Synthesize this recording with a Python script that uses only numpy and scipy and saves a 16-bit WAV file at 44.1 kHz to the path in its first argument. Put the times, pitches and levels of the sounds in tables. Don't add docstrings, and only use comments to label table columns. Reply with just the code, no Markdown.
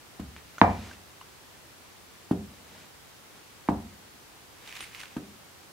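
import sys
import numpy as np
from scipy import signal
from scipy.fft import rfft, irfft
from scipy.io import wavfile

SR = 44100
rng = np.random.default_rng(int(sys.argv[2]) if len(sys.argv) > 2 else 0)


def to_wav(sig):
    pcm = np.clip(np.atleast_2d(sig), -1, 1) * 32767
    pcm = np.round(pcm).astype(np.int16)
    wavfile.write(sys.argv[1], SR, pcm.T)


N = 252638
TIME, HZ = np.arange(N) / SR, np.fft.rfftfreq(N, 1 / SR)

# start in seconds, force in dB, hardness of the contact in Hz,
# band favoured by the spot struck in Hz, lift of that band in dB, then how strongly the top flexes,
# the top rings, the room answers, the bench sways and the bench rocks, each in dB.
LANDINGS = [(0.1945, -18.5, 223.3, 198, 2, 0, -3, 4, 8.5, -3),
            (0.6146, -2.5, 1890, 840, 2, -9, 0, 2.5, 3.5, 3.5),
            (2.31, -6, 256, 490, 6.5, 0.5, -5, 1, -6, -6),
            (3.6867, -6, 418, 1320, 9.5, 0.5, -3, 1.5, -0.5, -2.5),
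            (5.1640, -14, 203, 435, 8.5, 1, -4.5, -0.5, -9, -15)]


def amp(db):
    return 10 ** (np.asarray(db) / 20)


def unit(x):
    return x / np.sqrt(np.mean(x ** 2) + 1e-20)


def read(points, hz):
    f, value = np.transpose(points)
    return np.interp(np.log(hz + 1), np.log(f + 1), value)


def add(mix, s, sound):
    part = mix[:, round(s * SR):][:, :sound.shape[-1]]
    part += sound[..., :part.shape[1]]


def pair(x, same):
    same = np.clip(same, -.999, .999)
    right = same * x[0] + np.sqrt(1 - same ** 2) * x[1]
    return np.array([x[0], right])


def colour(x, db, same):
    spectrum = pair(rfft(x), same) * amp(db)
    return unit(irfft(spectrum, N))


def friction(per_s, spread_db, smooth):
    starts = rng.random(N) < per_s / SR
    size = amp(spread_db * np.minimum(rng.exponential(1, N), 4)) * starts
    fade_s = 0.00079
    bursts = signal.lfilter([1], [1, -np.exp(-1 / (fade_s * SR))], size)
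    crackle = unit(bursts) * rng.standard_normal((2, N))
    hiss = smooth * rng.standard_normal((2, N))
    return unit(crackle + hiss)


def pushes(rows, lead, edge_db, curve):
    power = np.zeros(N)
    for s, length, db in rows:
        side_s = length * np.where(TIME < s, lead, 1 - lead)
        drop_db = edge_db * abs((TIME - s) / side_s) ** curve
        power += amp(db - drop_db) ** 2
    return np.sqrt(power)


def struck(modes, t, apart_rad=0):
    hz, db, t60 = np.transpose(modes)[:, :, None]
    side = np.array([-1, 1])[:, None, None]
    skew = side * apart_rad * hz / 1000 * rng.choice([-1, 1], hz.shape)
    waves = amp(db - 60 * t / t60) * np.sin(2 * np.pi * hz * t + skew)
    return waves.sum(1)


def wavelets(modes, t, side):
    total = 0
    for hz, db, peak_s, right_db in modes:
        swell = (t / peak_s * np.exp(1 - t / peak_s)) ** 2
        total = total + amp(db + side * right_db / 2) * swell * np.sin(2 * np.pi * hz * t)
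    return total


def floor():
    # frequency in Hz, relative level in dB per Hz.
    hiss_balance = [(12, -44.5), (20, -26), (49, -9.5), (85, -2.5), (239, -6.5), (334, -5), (374, -6),
                    (407, -6), (494, -7), (653, -9.5), (730, -7.5), (863, -7.5), (2490, -12), (4730, -14.5),
                    (15700, -22)]
    # frequency in Hz, likeness of left and right from 0 to 1.
    hiss_likeness = [(60, 0.78), (180, 0.16), (550, 0.29), (1650, 0.11), (4970, 0.033), (15000, 0.023)]
    noise = rng.standard_normal((2, N))
    return amp(-51.5) * colour(noise, read(hiss_balance, HZ), read(hiss_likeness, HZ))


def room_tail(onset_s, same_hz):
    # frequency in Hz, relative level in dB per Hz.
    room_balance = [(40, -35.5), (70, -29), (130, -3), (200, 6.5), (300, -1), (420, 0), (600, -1),
                    (800, 8.5), (1050, 2), (1400, -7), (1800, -4.5), (3000, -16.5), (6000, -9.5),
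                    (15000, -29)]
    # frequency in Hz, time to fall by 60 dB in seconds.
    room_fade = [(70, 0.23), (220, 0.61), (400, 0.33), (900, 0.31), (2000, 0.35), (8000, 0.19)]
    hz, t, z = signal.stft(rng.standard_normal((2, SR)), SR, nperseg=1024)
    z = pair(z, 1 / (1 + (hz[:, None] / same_hz) ** 2))
    z = z / np.sqrt(abs(z))
    z = z * amp(read(room_balance, hz)[:, None] - 60 * t / read(room_fade, hz)[:, None])
    tail = signal.istft(z, SR, nperseg=1024)[1][:, :SR]
    build_up = 1 - np.exp(-(np.arange(SR) / SR / onset_s) ** 2)
    return unit(tail * build_up)


def rubbing():
    # time of the strongest moment in seconds, length in seconds, level in dB.
    strokes = [(.85, 0.36, -48), (2.58, 0.19, -62), (2.805, 0.2, -54.5), (3.38, 0.065, -58),
               (4.68, 0.088, -55)]
    # frequency in Hz, relative level in dB per Hz.
    rub_balance = [(40, -27.5), (70, 3), (200, 8.5), (400, 3), (1000, 1), (2700, -0.5), (7000, -9.5),
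                   (15000, -33)]
    slips = friction(per_s=1500, spread_db=2.5, smooth=1.6)
    effort = pushes(strokes, lead=0.71, edge_db=7, curve=2.4)
    return effort * colour(slips, read(rub_balance, HZ), 0.8)


def glove(level_db=-1, left_db=-1.5):
    # time of the fastest slip in seconds, length in seconds, level in dB before level_db and left_db.
    turns = [(4.69, 0.11, -43), (4.765, 0.16, -40.5), (4.83, 0.086, -39), (4.953, 0.063, -42.5),
             (5.003, 0.13, -40)]
    # frequency in Hz, relative level in dB per Hz.
    glove_balance = [(300, -13), (600, -23), (1000, -9), (1600, -7), (2250, -2), (3000, -5), (4500, -11),
                     (7000, -14), (9000, -18), (15500, -24)]
    slips = friction(per_s=800, spread_db=2, smooth=.9)
    effort = pushes(turns, lead=0.36, edge_db=12.5, curve=0.6)
    sides = amp([[level_db + left_db], [level_db]])
    return sides * effort * colour(slips, read(glove_balance, HZ), 0.58)


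def snaps(t60=0.015, sharpness=4.3, fizz=0.43, top_hz=7000, echo_db=-24, echo_t60=0.37, left_db=-2):
    # start in seconds, level in dB before the fade and left_db, brightest frequency in Hz.
    releases = [(4.6748, -35.5, 3240), (4.726, -35.5, 2060), (4.754, -37, 2300), (4.7669, -32.5, 2340),
                (4.8063, -28.5, 2360), (4.811, -33.5, 2630), (5.0333, -31.5, 1530), (5.0554, -39, 2540)]
    out, t = np.zeros((2, N)), np.arange(SR // 6) / SR
    fade = amp(-60 * t / t60) + amp(echo_db - 60 * t / echo_t60)
    for s, db, hz in releases:
        noise = pair(rng.standard_normal((2, len(t))), 0.77)
        noise = unit(signal.lfilter(*signal.butter(2, top_hz, fs=SR), noise))
        peak = unit(signal.lfilter(*signal.iirpeak(hz, sharpness, SR), noise))
        add(out, s, amp(db) * unit(peak + fizz * noise) * fade)
    return amp([[left_db], [0]]) * out


def ticks(snap=0.19, echo_db=-25, echo_t60=0.29, top_hz=5000):
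    # start in seconds, level of the tone in dB, its frequency in Hz,
    # time to fall by 60 dB in seconds.
    small_hits = [(0.3644, -27.5, 2060, 0.0023), (0.5825, -26, 1410, .02), (0.9124, -37, 1580, 0.027),
                  (1.213, -36, 1040, 0.025), (1.211, -42, 2860, 0.013), (2.82, -49, 2560, .022),
                  (3.6794, -36, 2100, 0.0066), (3.688, -34, 2330, .016), (5.169, -44, 1530, 0.02)]
    out, t = np.zeros((2, N)), np.arange(SR // 6) / SR
    for s, db, hz, t60 in small_hits:
        noise = pair(rng.standard_normal((2, len(t))), 0.81)
        noise = unit(signal.lfilter(*signal.butter(2, top_hz, fs=SR), noise))
        tone = struck([(hz, 0, t60)], t, apart_rad=0.064)
        click = snap * noise * amp(-60 * t / t60)
        echo = unit(signal.lfilter(*signal.iirpeak(hz, 2, SR), noise)) * amp(echo_db - 60 * t / echo_t60)
        add(out, s, amp(db) * (tone + click + echo))
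    return out


def pings(t60=0.16):
    # start in seconds, level in dB, frequency in Hz.
    jolts = [(0.583, -47.5, 6360), (4.8075, -41.5, 9140), (4.82, -48, 8730)]
    out, t = np.zeros((2, N)), np.arange(SR // 3) / SR
    for s, db, hz in jolts:
        add(out, s, amp(db) * struck([(hz, 0, t60)], t, apart_rad=0.1))
    return out


def slaps(level_db=-34, follow=0.31, rise_s=0.0026, t60=.09):
    # frequency in Hz, relative level in dB per Hz.
    slap_balance = [(300, -3.5), (1300, 0.5), (2200, -10), (4500, -16), (15000, -28)]
    gain = np.zeros(N)
    for s, db, *_ in LANDINGS:
        t = np.maximum(TIME - s, 0)
        rise = 1 - np.exp(-(t / rise_s) ** 2)
        gain += rise * amp(level_db + follow * db - 60 * t / t60)
    return gain * colour(rng.standard_normal((2, N)), read(slap_balance, HZ), .5)


def contact(x, hz, slope, spot_hz, spot_db):
    size = 2 * SR
    f = np.fft.rfftfreq(size, 1 / SR)
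    lift = amp(spot_db * np.exp(-(np.log2((f + 1) / spot_hz) / 0.74) ** 2))
    log_gain = np.log(lift) - .5 * np.log(1 + (f / hz) ** (2 * slope))
    cepstrum = irfft(log_gain)[:SR] * np.r_[1, np.full(SR - 1, 2)]
    response = np.exp(rfft(cepstrum, size))
    return irfft(rfft(x, size) * response)[:, :SR]


def knocks(tail_db=-33, lag_s=.0001, ring_onset_s=0.0096, radiate_hz=85):
    # frequency in Hz, relative level in dB,
    # time to its peak in seconds, lean to the right in dB (before the side setting scales it).
    thump_modes = [(245, -5.5, 0.0037, -1.5), (924, 2, 0.0013, 5), (1920, 2.5, 0.00051, 2),
                   (3380, 2, 0.0003, 1.5)]
    # frequency in Hz, relative level in dB, time to fall by 60 dB in seconds.
    flex_modes = [(137, -28, .19), (265, -24, .17), (295, -14, .2), (313, -26, .21), (388, -26, .39)]
    ring_modes = [(161, -35, .5), (186, -27, .58), (209, -23, .58), (219, -28, .33), (248, -33, .5),
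                  (348, -39, .43), (463, -27, .24), (511, -27, .33), (544, -32, .32), (573, -28, .19),
                  (603, -23, .29), (698, -17, .31), (732, -20, .23), (758, -17, .25), (788, -19, .21),
                  (824, -26, .34), (873, -30, .25), (933, -24, .23), (957, -19, .2), (988, -22, .29),
                  (1039, -21, .19), (1126, -25, .19), (1215, -25, .21), (1346, -36, .3), (1694, -32, .27),
                  (1777, -31, .25), (2065, -44, .4), (2343, -28, .5)]
    sway_modes = [(62, -34, .7), (73, -30, .68)]
    rock_modes = [(94.5, -24, .58), (104, -33, .35)]
    out, t = np.zeros((2, N)), np.arange(SR) / SR
    spread = 1 - np.exp(-(t / ring_onset_s) ** 2)
    left = wavelets(thump_modes, np.maximum(t - lag_s, 0), side=-0.89)
    right = wavelets(thump_modes, t, side=0.61)
    thump = signal.lfilter(*signal.butter(2, radiate_hz, "high", fs=SR), np.array([left, right]))
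    flex = spread * struck(flex_modes, t, apart_rad=.45)
    ring = spread * struck(ring_modes, t, apart_rad=.45)
    sway = spread * struck(sway_modes, t, apart_rad=.45)
    rock = spread * struck(rock_modes, t, apart_rad=.45)
    for s, db, hard_hz, spot_hz, spot_db, flex_db, ring_db, room_db, sway_db, rock_db in LANDINGS:
        wood = thump + amp(flex_db) * flex + amp(ring_db) * ring
        bench = amp(sway_db) * sway + amp(rock_db) * rock
        tail = amp(tail_db + room_db) * room_tail(onset_s=0.003, same_hz=766)
        blow = contact(wood + bench + tail, hard_hz, 2.06, spot_hz, spot_db)
        add(out, s, amp(db) * blow)
    return out


def scene():
    background = floor()
    handling = rubbing() + glove() + snaps() + ticks() + pings()
    landing = slaps() + knocks()
    return background + handling + landing


def record(dry):
    clipped = dry / (1 + dry ** 6) ** (1 / 6)
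    low_pass = signal.firwin(511, 15800, window=("kaiser", 9), fs=SR)
    return signal.oaconvolve(clipped, low_pass[None], "same")


dry = scene()
out = record(dry)
to_wav(out)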